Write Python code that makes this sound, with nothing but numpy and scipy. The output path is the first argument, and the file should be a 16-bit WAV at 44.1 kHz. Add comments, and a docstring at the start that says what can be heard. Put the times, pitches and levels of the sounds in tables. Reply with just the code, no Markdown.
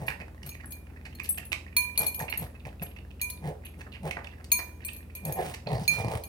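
"""A short-nosed dog eats soft food from a ceramic bowl on a wooden floor, close to two microphones.
Lips and tongue smack as saliva films burst and ring the mouth; a slurp crackles between wet lips.
It snorts into the food: air flutters the soft palate, rings the muzzle and hisses through the nostrils.
The metal tag on its collar clinks against the bowl, both ringing in their natural modes.
Behind it lie the reflections of a small living space, soft room noise and the hum of an appliance."""
import sys
import numpy as np
from scipy import signal
from scipy.fft import rfft, irfft, next_fast_len
from scipy.io import wavfile
from scipy.ndimage import uniform_filter1d

SR = 44100
rng = np.random.default_rng(int(sys.argv[2]) if len(sys.argv) > 2 else 0)


def unload_audio(sound):
    """Save the sound as a 16-bit wav file, at the path given as the first command line argument."""
    columns = np.transpose(np.atleast_2d(sound))
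    # keep every value between -1 and 1, then stretch to whole-number steps
    steps = np.round(np.clip(columns, -1, 1) * 32767)
    wavfile.write(sys.argv[1], SR, steps.astype(np.int16))


N = 276940
TIME = np.arange(N) / SR

# loud smacks of lips, tongue and throat:
# (time [s], level before mouth colour [dB], mouth resonance [Hz], length [s], wet spray [dB])
SMACKS = [(0.066, -42, 10760, .025, -3.5), (0.081, -23.5, 2320, .006, -38), (0.091, -33, 1630, .039, -20),
          (0.201, -41, 1980, .021, -16.5), (.43, -43.5, 2450, .004, -5), (0.549, -44.5, 2350, 0.0047, -17),
          (0.603, -47, 1990, 0.011, -18), (1.049, -43.5, 2340, .021, -12),
          (1.197, -30.5, 2440, .005, -15.5), (1.242, -41.5, 2420, .021, 5), (1.375, -34, 2290, 0.012, -11),
          (1.519, -26.5, 2900, 0.012, -7.5), (1.528, -24, 2810, .004, -10),
          (2.201, -32.5, 1680, 0.0099, -17), (2.281, -35.5, 2530, 0.011, -36),
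          (2.324, -27.5, 2640, 0.0038, -42), (2.336, -35, 2430, .012, -20),
          (2.652, -39.5, 2330, 0.0091, -15.5), (2.818, -43, 2060, 0.0073, -23),
          (2.962, -49.5, 2480, .005, -20), (3.648, -44.5, 2570, 0.021, -43),
          (3.809, -43, 1890, 0.0091, -10), (3.862, -46.5, 1430, 0.019, -45),
          (3.935, -46, 2380, 0.036, -19.5), (4.109, -29, 2770, 0.0073, -12.5),
          (4.168, -30.5, 1990, 0.00476, -29), (4.175, -39, 1240, 0.023, -38),
          (4.243, -41.5, 2670, .006, -12), (4.269, -40.5, 2460, 0.0043, -14),
          (4.442, -45.5, 2500, 0.0077, 9), (4.589, -34, 1505, .016, -12), (4.884, -37, 3040, .009, -21),
          (5.538, -37, 2020, 0.013, -5.5), (5.671, -31.5, 710, 0.0043, -29),
          (5.669, -36.5, 3320, .004, -58), (6.046, -26.5, 670, 0.0021, -12.5),
          (6.083, -31.5, 610, 0.0028, -10.5), (6.137, -30.5, 680, 0.0023, -32)]
# bouts of chewing, head raised: (start [s], end [s])
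CHEWING = [(.12, 0.67), (.98, 1.96), (2.6, 3.4), (3.66, 4.32)]
# spray of a bursting saliva film: (frequency [Hz], relative density [dB per Hz])
SALIVA_SPRAY = [(600, -5.5), (1500, -7), (3000, 4.5), (5000, 4), (7000, 3.5), (10000, -14), (15000, -23.5)]
# formants of the half-closed mouth: (frequency [Hz], gain [dB])
MOUTH_COLOUR = [(300, 3), (800, 4), (1350, -5), (1850, 4.5), (2300, -2.5), (2650, 4.5), (3300, -6),
                (4500, 2.5), (6500, -6), (12000, 8.5)]
# snorts: (middle [s], length [s], relative flutter level [dB], nasal level [dB], hiss level [dB], rattle [0-1])
SNORTS = [(.01, 0.15, -41, -43, -53, 0.54), (.11, 0.058, -47.5, -55, -50, .24),
          (.219, 0.044, -48, -47, -71, 0.32), (0.473, .064, -46.5, -60, -48.5, 0.2),
          (2.025, 0.088, -46.5, -38.5, -38, 0.79), (2.223, 0.067, -40.5, -36.5, -46, 1),
          (2.425, 0.069, -39, -45, -44.5, 0.73), (2.673, 0.035, -42, -42.5, -51.5, 0.7),
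          (2.827, 0.029, -37.5, -40, -45, 0.45), (3.474, 0.089, -36.5, -39, -49, .11),
          (3.505, .06, -39.5, -41.5, -74, 0.18), (3.799, 0.049, -52, -56.5, -56, .3),
          (4.072, 0.072, -37, -35, -44.5, .2), (4.184, 0.051, -51.5, -45, -70, .5),
          (5.293, 0.099, -36, -37.5, -49, 0.29), (5.402, 0.081, -45, -28, -46, 0.14),
          (5.473, 0.15, -46, -65, -41, 0.14), (5.69, 0.044, -39, -39, -76, 0.77),
          (5.737, .11, -30.5, -32.5, -46, 0.61), (5.821, 0.091, -37, -48.5, -47.5, 0.66),
          (5.935, 0.11, -43, -55.5, -41, 0.56), (6.001, 0.059, -35, -34.5, -40.5, 0.8),
          (6.064, 0.094, -33, -40.5, -54.5, 0.93), (6.142, .11, -36.5, -35.5, -41, 0.85)]
# palate flutter at mid-snort, slacker once the muzzle digs deep: (time [s], pitch [Hz])
PALATE_PITCH = [(0, 150), (2.2, 156), (5.4, 158.4), (6.05, 123.6)]
# muzzle resonances before they glide: (frequency [Hz], width [Hz], relative level [dB])
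MUZZLE = [(402, 54, 1), (570, 120, 3.5), (672, 140, 4), (829, 155, 1), (1180, 310, -22), (1870, 250, -13)]
# hiss of the nostrils before each snort's brightness: (frequency [Hz], relative density [dB per Hz])
NOSTRIL_HISS = [(1200, 6.5), (2200, 5.5), (3200, 2.5), (5000, -1), (7000, -4.5), (9000, 2.5), (12000, -5.5),
                (15500, 2)]
# tag against bowl: (time [s], bowl blow [dB], tag swing [dB], tick level [dB],
# tag's brightest frequency [Hz], damping of the bowl's middle modes [dB])
CLINKS = [(.463, -61, -51, -41, 11900, 6), (.491, -47.5, -51, -33, 10060, 9.5),
          (.657, -71, -54.5, -48, 10600, 19), (.706, -58, -48.5, -51, 11000, 13),
          (.721, -47.5, -45.5, -35, 13000, 17), (1.151, -62.5, -64, -45, 11500, 2),
          (1.234, -69, -53, -46, 10900, 2), (1.29, -72, -27, -37, 10400, 9),
          (1.38, -67, -57, -34, 11100, 5), (1.452, -65, -50.5, -42, 10200, 20),
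          (1.766, -22.5, -32, -18.5, 11500, -0.5), (1.976, -34, -27.5, -25, 10400, 13),
          (2.065, -33.5, -32.5, -29, 11700, 9.5), (2.145, -49.5, -39.5, -31, 11700, 6),
          (2.192, -45.5, -41, -34, 11900, 9), (2.298, -51.5, -48, -36, 11700, 2),
          (2.374, -51.5, -41, -38, 11800, 8), (2.824, -57, -43.5, -41, 11500, 14),
          (3.214, -29.5, -32.5, -26.5, 12600, 22), (3.3, -45, -45, -29, 10800, 11),
          (3.651, -58, -51.5, -55, 11400, 17), (4.517, -22.5, -39, -19.5, 9600, 5.5),
          (4.848, -42, -40.5, -35, 10700, 11), (4.932, -56, -49.5, -40, 11700, 3),
          (4.964, -60, -50.5, -42, 12100, 9), (5.151, -48.5, -43.5, -35, 10900, 13.5),
          (5.251, -46, -41.5, -33.5, 12000, 15), (5.323, -46.5, -35.5, -31.5, 13440, 16),
          (5.878, -28, -46, -24, 11700, 0.5), (6.236, -49.5, -53.5, -36, 11200, 14)]
# natural frequencies of the bowl: (frequency [Hz])
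BOWL_HZ = [991, 2390, 4246, 4268, 6540, 9150, 10120, 12048, 12510, 13885, 15165]
# natural frequencies of the tag: (frequency [Hz])
TAG_HZ = [8380, 10205, 10245, 11620, 11690, 14970]
# bowl modes, in the order of BOWL_HZ: (relative level [dB], t60 [s], left minus right [dB])
BOWL_MODES = [(-19.5, 0.67, -8), (-1, 0.44, -11.5), (-3.5, 0.35, -5), (7, 0.064, -2), (-7.5, 0.25, -4),
              (-10.5, 0.19, 10.5), (-19, 0.43, -0.5), (-15.5, 0.33, 6), (-32.5, 0.21, -11.5),
              (-34, 0.2, 12.5), (-9.5, 0.15, 11)]
# tag modes, in the order of TAG_HZ: (relative level [dB], t60 [s], left minus right [dB])
TAG_MODES = [(1.5, 0.27, 4), (0, 0.13, 15), (-17, 0.57, 7), (-3.5, 0.25, -4), (6, 0.16, 5), (-1, 0.22, 2.5)]
# tilt of mouth and nose between the microphones, shared out in beside():
# (frequency [Hz], leaning to the left [dB])
HEAD_BALANCE = [(150, 1.3), (400, -2.5), (1300, -1.5), (2400, -11.5), (4400, -4.5), (8000, 5), (15000, -2)]
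# decay of the room: (frequency [Hz], t60 [s])
ROOM_T60 = [(100, 0.088), (600, 0.49), (2000, 0.21), (6000, .32), (15000, 0.18)]
# room noise: (frequency [Hz], relative density [dB per Hz])
ROOM_NOISE = [(25, -72), (40, -5.5), (55, -5.5), (125, -5.5), (250, -8.5), (500, -17.5), (1000, -28.5),
              (2200, -35.5), (4000, -42), (7000, -46), (11000, -42), (16000, -44)]
# hum of motor and mains: (frequency [Hz], mean level [dB])
HUM = [(59.3, -50.5), (79.8, -48), (118.8, -59), (194, -62.5), (238, -66)]

# small wet ticks: mean rate, mean levels, middle pitch, length scale
CHEW_TICKS_PER_S, CHEW_DB, CHEW_HZ, CHEW_TICK_LENGTH_S = 24, -51, 2110, .008
ROOTING_DB = -54   # the ticks are softer while the muzzle is down in the food
PALATE_SAG_OCTAVES_PER_S, MUZZLE_SAG_OCTAVES_PER_S = 4.76, 2.3   # both pitches sink during a snort
FLUTTER_LEAD_S = 0.0117   # in a smooth snort the palate flaps before the air breaks through the nose
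MUZZLE_PITCH_RATIO, RATTLE_RAISES_OCTAVES = .91, .27   # a tight, rattling nose resonates higher
HISS_NEUTRAL_DB, HISS_THINNING = -48.5, 0.088   # weaker hiss is thinner (dB per octave for each dB)
SLURP_S, SLURP_LENGTH_S, SLURP_DB = 5.67, 0.42, -53.5   # food is sucked in
SLURP_START_HZ, SLURP_END_HZ, SLURP_GLIDE_S = 3030, 5030, 0.072
SLURP_END_WIDTH_HZ = 800
# a square blow rings the bowl's high modes more than a glancing one
HARDNESS_DB_PER_OCTAVE, SQUARE_BLOW_BRIGHTENS = 0.27, 0.15
DAMPED_HZ, DAMPED_OCTAVES = 3670, 0.49   # centre and reach of the modes that the point of contact weakens
LEFT_LEAD_S = 0.0001925   # sound reaches the left microphone first
SIDE_PHASE_SCATTER = .45   # side-to-side phase varies from blow to blow (radians)
CUTOFF_HZ = 16000


def from_db(db):
    """Decibels to gain."""
    return 10 ** (np.asarray(db) / 20)


def rms_one(x):
    """Scale to rms 1."""
    return x / np.sqrt(np.mean(x ** 2) + 1e-20)


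def at_hz(points, hz):
    """Read a table on a log-frequency axis."""
    table = np.array(points)
    return np.interp(np.log(np.maximum(hz, 1)), np.log(table[:, 0]), table[:, 1])


def colour(x, spectrum, share=1):
    """Shape a sound by a smooth spectrum in dB, multiplied by `share`."""
    length = x.shape[-1]
    size = next_fast_len(length + 2048)
    gain = from_db(share * at_hz(spectrum, np.fft.rfftfreq(size, 1 / SR)))
    return irfft(rfft(x, size) * gain, size)[..., :length]


def resonate(x, hz, width_hz):
    """Two-pole resonance with gain 1 on top."""
    r = np.exp(-np.pi * width_hz / SR)
    zeros = np.array([1, 0, -1]) * (1 - r * r) / 2
    poles = [1, -2 * r * np.cos(2 * np.pi * hz / SR), r * r]
    return signal.lfilter(zeros, poles, x + 1e-18)


def drift(rate, t):
    """Random curve about 0, through a new normal draw `rate` times a second."""
    return np.interp(t * rate, np.arange(1024), rng.standard_normal(1024))


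def add(track, s, sound):
    """Mix a sound in from time s."""
    start = max(round(s * SR), 0)
    part = track[..., start:start + sound.shape[-1]]
    part += sound[..., :part.shape[-1]]


def smack(hz, length, spray_db=-10, pops_per_s=520, ring_s=0.00039, spray_s=0.00043,
          cheek_db=-12, spread=0.15):
    """Saliva films burst in quick succession: each sprays briefly and rings the mouth at a pitch of its own."""
    out, t = np.zeros(SR // 8), np.arange(512) / SR
    draws = rng.standard_normal((48, 4))
    spray = rms_one(colour(rng.standard_normal(4096), SALIVA_SPRAY))
    pops = int(np.clip(2 + length * pops_per_s, 2, len(draws)))
    for k, (late, size, pitch, damping) in enumerate(draws[:pops]):
        turn = 2 * np.pi * hz * np.exp(spread * pitch) * t
        age = t / (ring_s * np.exp(.35 * damping))
        tones = np.sin(turn) + from_db(cheek_db) * np.sin(0.596 * turn)
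        cavity = tones * age * np.exp(1 - age)
        own_spray = np.roll(spray, k * len(t))[:len(t)]
        snap = from_db(spray_db) * own_spray * 2 * np.exp(-t / spray_s)
        add(out, length * (k + .4 * abs(late)) / pops, from_db(3.7 * size) * (cavity + snap))
    # the loudest 4 ms get rms 1
    return out / np.sqrt(uniform_filter1d(out ** 2, size=176).max())


def mouth(spread_db=3, pitch_spread=0.42, spray_db=-19):
    """Loud smacks, and small wet ticks at uneven intervals all along, louder in the bouts of chewing."""
    out = np.zeros(N)
    for s, level_db, hz, length, spray in SMACKS:
        add(out, s, from_db(level_db) * smack(hz, length, spray))
    for k, (late, size, pitch, length) in enumerate(rng.standard_normal(size=(320, 4))):
        s = (k + late) / CHEW_TICKS_PER_S
        chewing = any(start < s < end for start, end in CHEWING)
        level_db = CHEW_DB if chewing else ROOTING_DB
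        hz = CHEW_HZ * np.exp(pitch_spread * np.tanh(pitch))
        tick = smack(hz, CHEW_TICK_LENGTH_S * abs(length), spray_db)
        add(out, s, from_db(level_db + spread_db * min(size, 1.5)) * tick)
    return out


def slurp(crackle_db=5):
    """Air crackles between wet lips; their resonance rises as the gap narrows."""
    out, t = np.zeros(N), np.arange(SR) / SR
    hz = SLURP_END_HZ + (SLURP_START_HZ - SLURP_END_HZ) * np.exp(-t / SLURP_GLIDE_S)
    air = rng.standard_normal(len(t)) * from_db(crackle_db * drift(301, t))
    lips = resonate(air, SLURP_END_HZ, SLURP_END_WIDTH_HZ)
    # playing the noise at a changing speed glides the resonance
    gliding = rms_one(np.interp(np.cumsum(hz / SLURP_END_HZ) / SR, t, lips))
    add(out, SLURP_S, from_db(SLURP_DB) * gliding * np.exp(-(t / SLURP_LENGTH_S) ** 2))
    return out


def snorts(flutter_db=3.0, jitter=0.176, gating=0.15, slap_db=5, slaps_per_s=55, crackle_db=4.0, spit=4):
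    """Air flaps the soft palate; turbulence and uneven slaps ring the muzzle, wet nostrils hiss and spit."""
    out, t = np.zeros(N), np.arange(SR // 3) / SR
    muzzle_lowpass = signal.butter(2, 2800, fs=SR, output="sos")
    for middle, length, flap_db, nasal_db, hiss_db, rattle in SNORTS:
        start = max(middle - length, 0)
        past_middle = start + t - middle
        flow = np.exp(-6 * (past_middle / length) ** 2)

        palate_hz = np.interp(middle, *np.transpose(PALATE_PITCH))
        hz = palate_hz * 2 ** (-PALATE_SAG_OCTAVES_PER_S * past_middle)
        unsteady_hz = hz * np.exp(jitter * (.5 + rattle) * drift(141.7, t))
        phase = 2 * np.pi * np.cumsum(unsteady_hz) / SR
        flap = np.sin(phase) + 0.096 * np.sin(2 * phase)
        flap *= from_db(7.5 * rattle * drift(109.0, t))

        # the flapping palate gates the air
        air = rng.standard_normal((2, len(t))) * (1 + gating * np.sin(phase))
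        slap_rate = slaps_per_s * np.exp(.5 * drift(60, t))
        slaps = np.diff(np.floor(np.cumsum(slap_rate) / SR), prepend=0)

        drive = air[0] + from_db(slap_db) * rattle * rms_one(slaps)
        nasal = sum((-1) ** k * from_db(db) * resonate(drive, f, width)
                    for k, (f, width, db) in enumerate(MUZZLE))
        # the muzzle's resonances glide together
        octaves = RATTLE_RAISES_OCTAVES * rattle - MUZZLE_SAG_OCTAVES_PER_S * past_middle
        pitch_ratio = MUZZLE_PITCH_RATIO * 2 ** octaves
        gliding = np.interp(np.cumsum(pitch_ratio) / SR, t, nasal)
        nasal = signal.sosfilt(muzzle_lowpass, gliding)

        # each slap lets a short spurt of air through
        spurts = 1 + spit * rattle * signal.lfilter([1], [1, -np.exp(-1 / (0.0034 * SR))], slaps)
        brightness = HISS_THINNING * (HISS_NEUTRAL_DB - hiss_db)
        hiss_spectrum = [(f, db + brightness * np.log2(f)) for f, db in NOSTRIL_HISS]
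        hiss = colour(air[1] * spurts * from_db(crackle_db * drift(700, t)), hiss_spectrum)

        flap_lead = FLUTTER_LEAD_S * (1 - rattle)
        parts = [(flap, flutter_db + flap_db, flap_lead), (nasal, nasal_db, 0), (hiss, hiss_db, 0)]
        for part, level_db, lead in parts:
            rms = np.sqrt(np.average(part ** 2, weights=flow ** 2))
            add(out, start - lead, flow * from_db(level_db) * part / rms)
    return out


def struck(natural_hz, modes, gains_db, t, scatter_db=3.05, flutter_db=6.5, flutter_per_s=160,
           flutter_full_hz=6000):
    """Modes ring out, fluttering more towards the treble while the tag grazes the bowl, phased per side."""
    level_db, t60, pan_db = np.transpose(modes)[:, :, None]
    luck = rng.standard_normal((3, len(modes), 1))
    depth_db = flutter_db * np.minimum(natural_hz / flutter_full_hz, 1)
    flutter = depth_db * np.array([drift(flutter_per_s, t) for mode in modes]) * np.exp(-t / 0.25)
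    grazing_db = 4 * np.exp(-t / 0.069) - 2   # contact drains the first part of the ring quickly
    struck_db = level_db + gains_db + scatter_db * luck[0]
    envelope = from_db(struck_db + flutter + grazing_db - 60 * t / t60)
    phase = 2 * np.pi * natural_hz * t + np.pi * luck[1]
    lead = np.pi * natural_hz * LEFT_LEAD_S + SIDE_PHASE_SCATTER * luck[2]
    return np.array([np.sum(envelope * from_db(side * pan_db / 2) * np.sin(phase + side * lead), axis=0)
                     for side in (1, -1)])


def clinks(bowl_db=1, focus_db=26, tick_s=0.0046, tick_low_db=-11, jingle_db=-10, jingle_s=0.017,
           buzz_db=-20, buzz_s=0.078, buzz_width_hz=420, touch_loss_db=5):
    """The tag hits the bowl: a tick, both ring, the contact buzzes in high modes, the split ring jingles."""
    out, t = np.zeros((2, N)), np.arange(int(SR * .4)) / SR
    bowl_hz, tag_hz = np.array(BOWL_HZ)[:, None], np.array(TAG_HZ)[:, None]
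    middle_modes = np.exp(-(np.log2(bowl_hz / DAMPED_HZ) / DAMPED_OCTAVES) ** 2)
    for s, blow_db, swing_db, tick_db, bright_hz, damping_db in CLINKS:
        hardness = HARDNESS_DB_PER_OCTAVE + SQUARE_BLOW_BRIGHTENS * (blow_db - swing_db)
        tilt_db = hardness * np.minimum(np.log2(bowl_hz / 6000), .7)
        bowl_gains_db = bowl_db + blow_db + tilt_db - damping_db * middle_modes
        bowl = struck(bowl_hz, BOWL_MODES, bowl_gains_db, t)
        tag_gains_db = swing_db - focus_db * abs(np.log2(tag_hz / bright_hz))
        tag = struck(tag_hz, TAG_MODES, tag_gains_db, t)

        noise = rng.standard_normal((2, len(t)))
        swapped = noise[::-1]   # left and right exchanged
        tick_high = rms_one(resonate(noise, 12400, 3600))
        tick_low = from_db(tick_low_db) * rms_one(resonate(swapped, 3800, 2470))
        tick = (tick_high + tick_low) * from_db(tick_db) * np.exp(-t / tick_s)
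        buzz = rms_one(sum(resonate(noise, hz, buzz_width_hz) for hz in BOWL_HZ[3:] + TAG_HZ[::2]))
        buzz *= from_db(buzz_db + blow_db) * np.exp(-t / buzz_s)
        jingle = rms_one(resonate(swapped, bright_hz, 750))
        jingle *= from_db(jingle_db + swing_db) * np.exp(-t / jingle_s)

        # a firm touch damps what still rings
        firm = tick_db > -44
        out *= from_db(-touch_loss_db * np.clip((TIME - s) / 0.0045, 0, 1) * firm)
        onset = 1 - np.exp(-t / 0.00071)
        add(out, s, (bowl + tag + tick + buzz + jingle) * onset)
    return out


def beside(x):
    """The right microphone hears the head slightly later, and each side with its own colour."""
    late = np.interp(TIME - LEFT_LEAD_S, TIME, x)
    return np.array([colour(x, HEAD_BALANCE, share=0.89), colour(late, HEAD_BALANCE, share=-0.41)])


def room(x, low_hz=300):
    """Diffuse reflections, different on each side, dying at their own rate in six bands."""
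    t, tail = np.arange(SR // 2) / SR, 0
    edges = np.geomspace(low_hz, CUTOFF_HZ, 7)
    for low, high in zip(edges, edges[1:]):
        bandpass = signal.butter(2, [low, high], "band", fs=SR, output="sos")
        band = signal.sosfilt(bandpass, rng.standard_normal((2, len(t))))
        tail = tail + band * from_db(-60 * t / at_hz(ROOM_T60, np.sqrt(low * high)))
    tail = tail * (t > .003)   # the first reflections need 3 ms
    return signal.fftconvolve(x, tail / np.sqrt(np.sum(tail ** 2) / 2), axes=1)[:, :N]


def background(noise_db=-52, waver_db=1, bass_side_db=-17, treble_side_db=-2):
    """Wavering motor and mains hum over soft room noise that is nearly alike on both sides in the bass."""
    hum = np.zeros(N)
    for hz, db in HUM:
        level = np.sqrt(2) * from_db(db + waver_db * drift(1.9, TIME))
        phase = 2 * np.pi * (hz * TIME + rng.random()) + 0.083 * drift(1.6, TIME)
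        hum += level * np.sin(phase)
    mid, side = rms_one(colour(rng.standard_normal((2, N)), ROOM_NOISE))
    side = colour(side, [(120, bass_side_db), (900, treble_side_db)])
    return hum + from_db(noise_db) * (mid + side * [[1], [-1]])


def scene(mouth_room_db=-6, snort_room_db=-9, clink_room_db=-11):
    """Dog and bowl close by, in a small living space."""
    smacking = beside(colour(mouth(), MOUTH_COLOUR))
    nose = beside(snorts() + slurp())
    bowl = clinks()
    into_room = from_db(mouth_room_db) * smacking + from_db(snort_room_db) * nose
    into_room += from_db(clink_room_db) * bowl
    return smacking + nose + bowl + room(into_room) + background()


def record(dry):
    """The microphones drop the deep bass; the top of the treble is cut steeply."""
    thinned = signal.sosfilt(signal.butter(6, 48, "high", fs=SR, output="sos"), dry)
    return signal.sosfilt(signal.ellip(10, .2, 70, CUTOFF_HZ, fs=SR, output="sos"), thinned)


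dry = scene()
out = record(dry)
unload_audio(out)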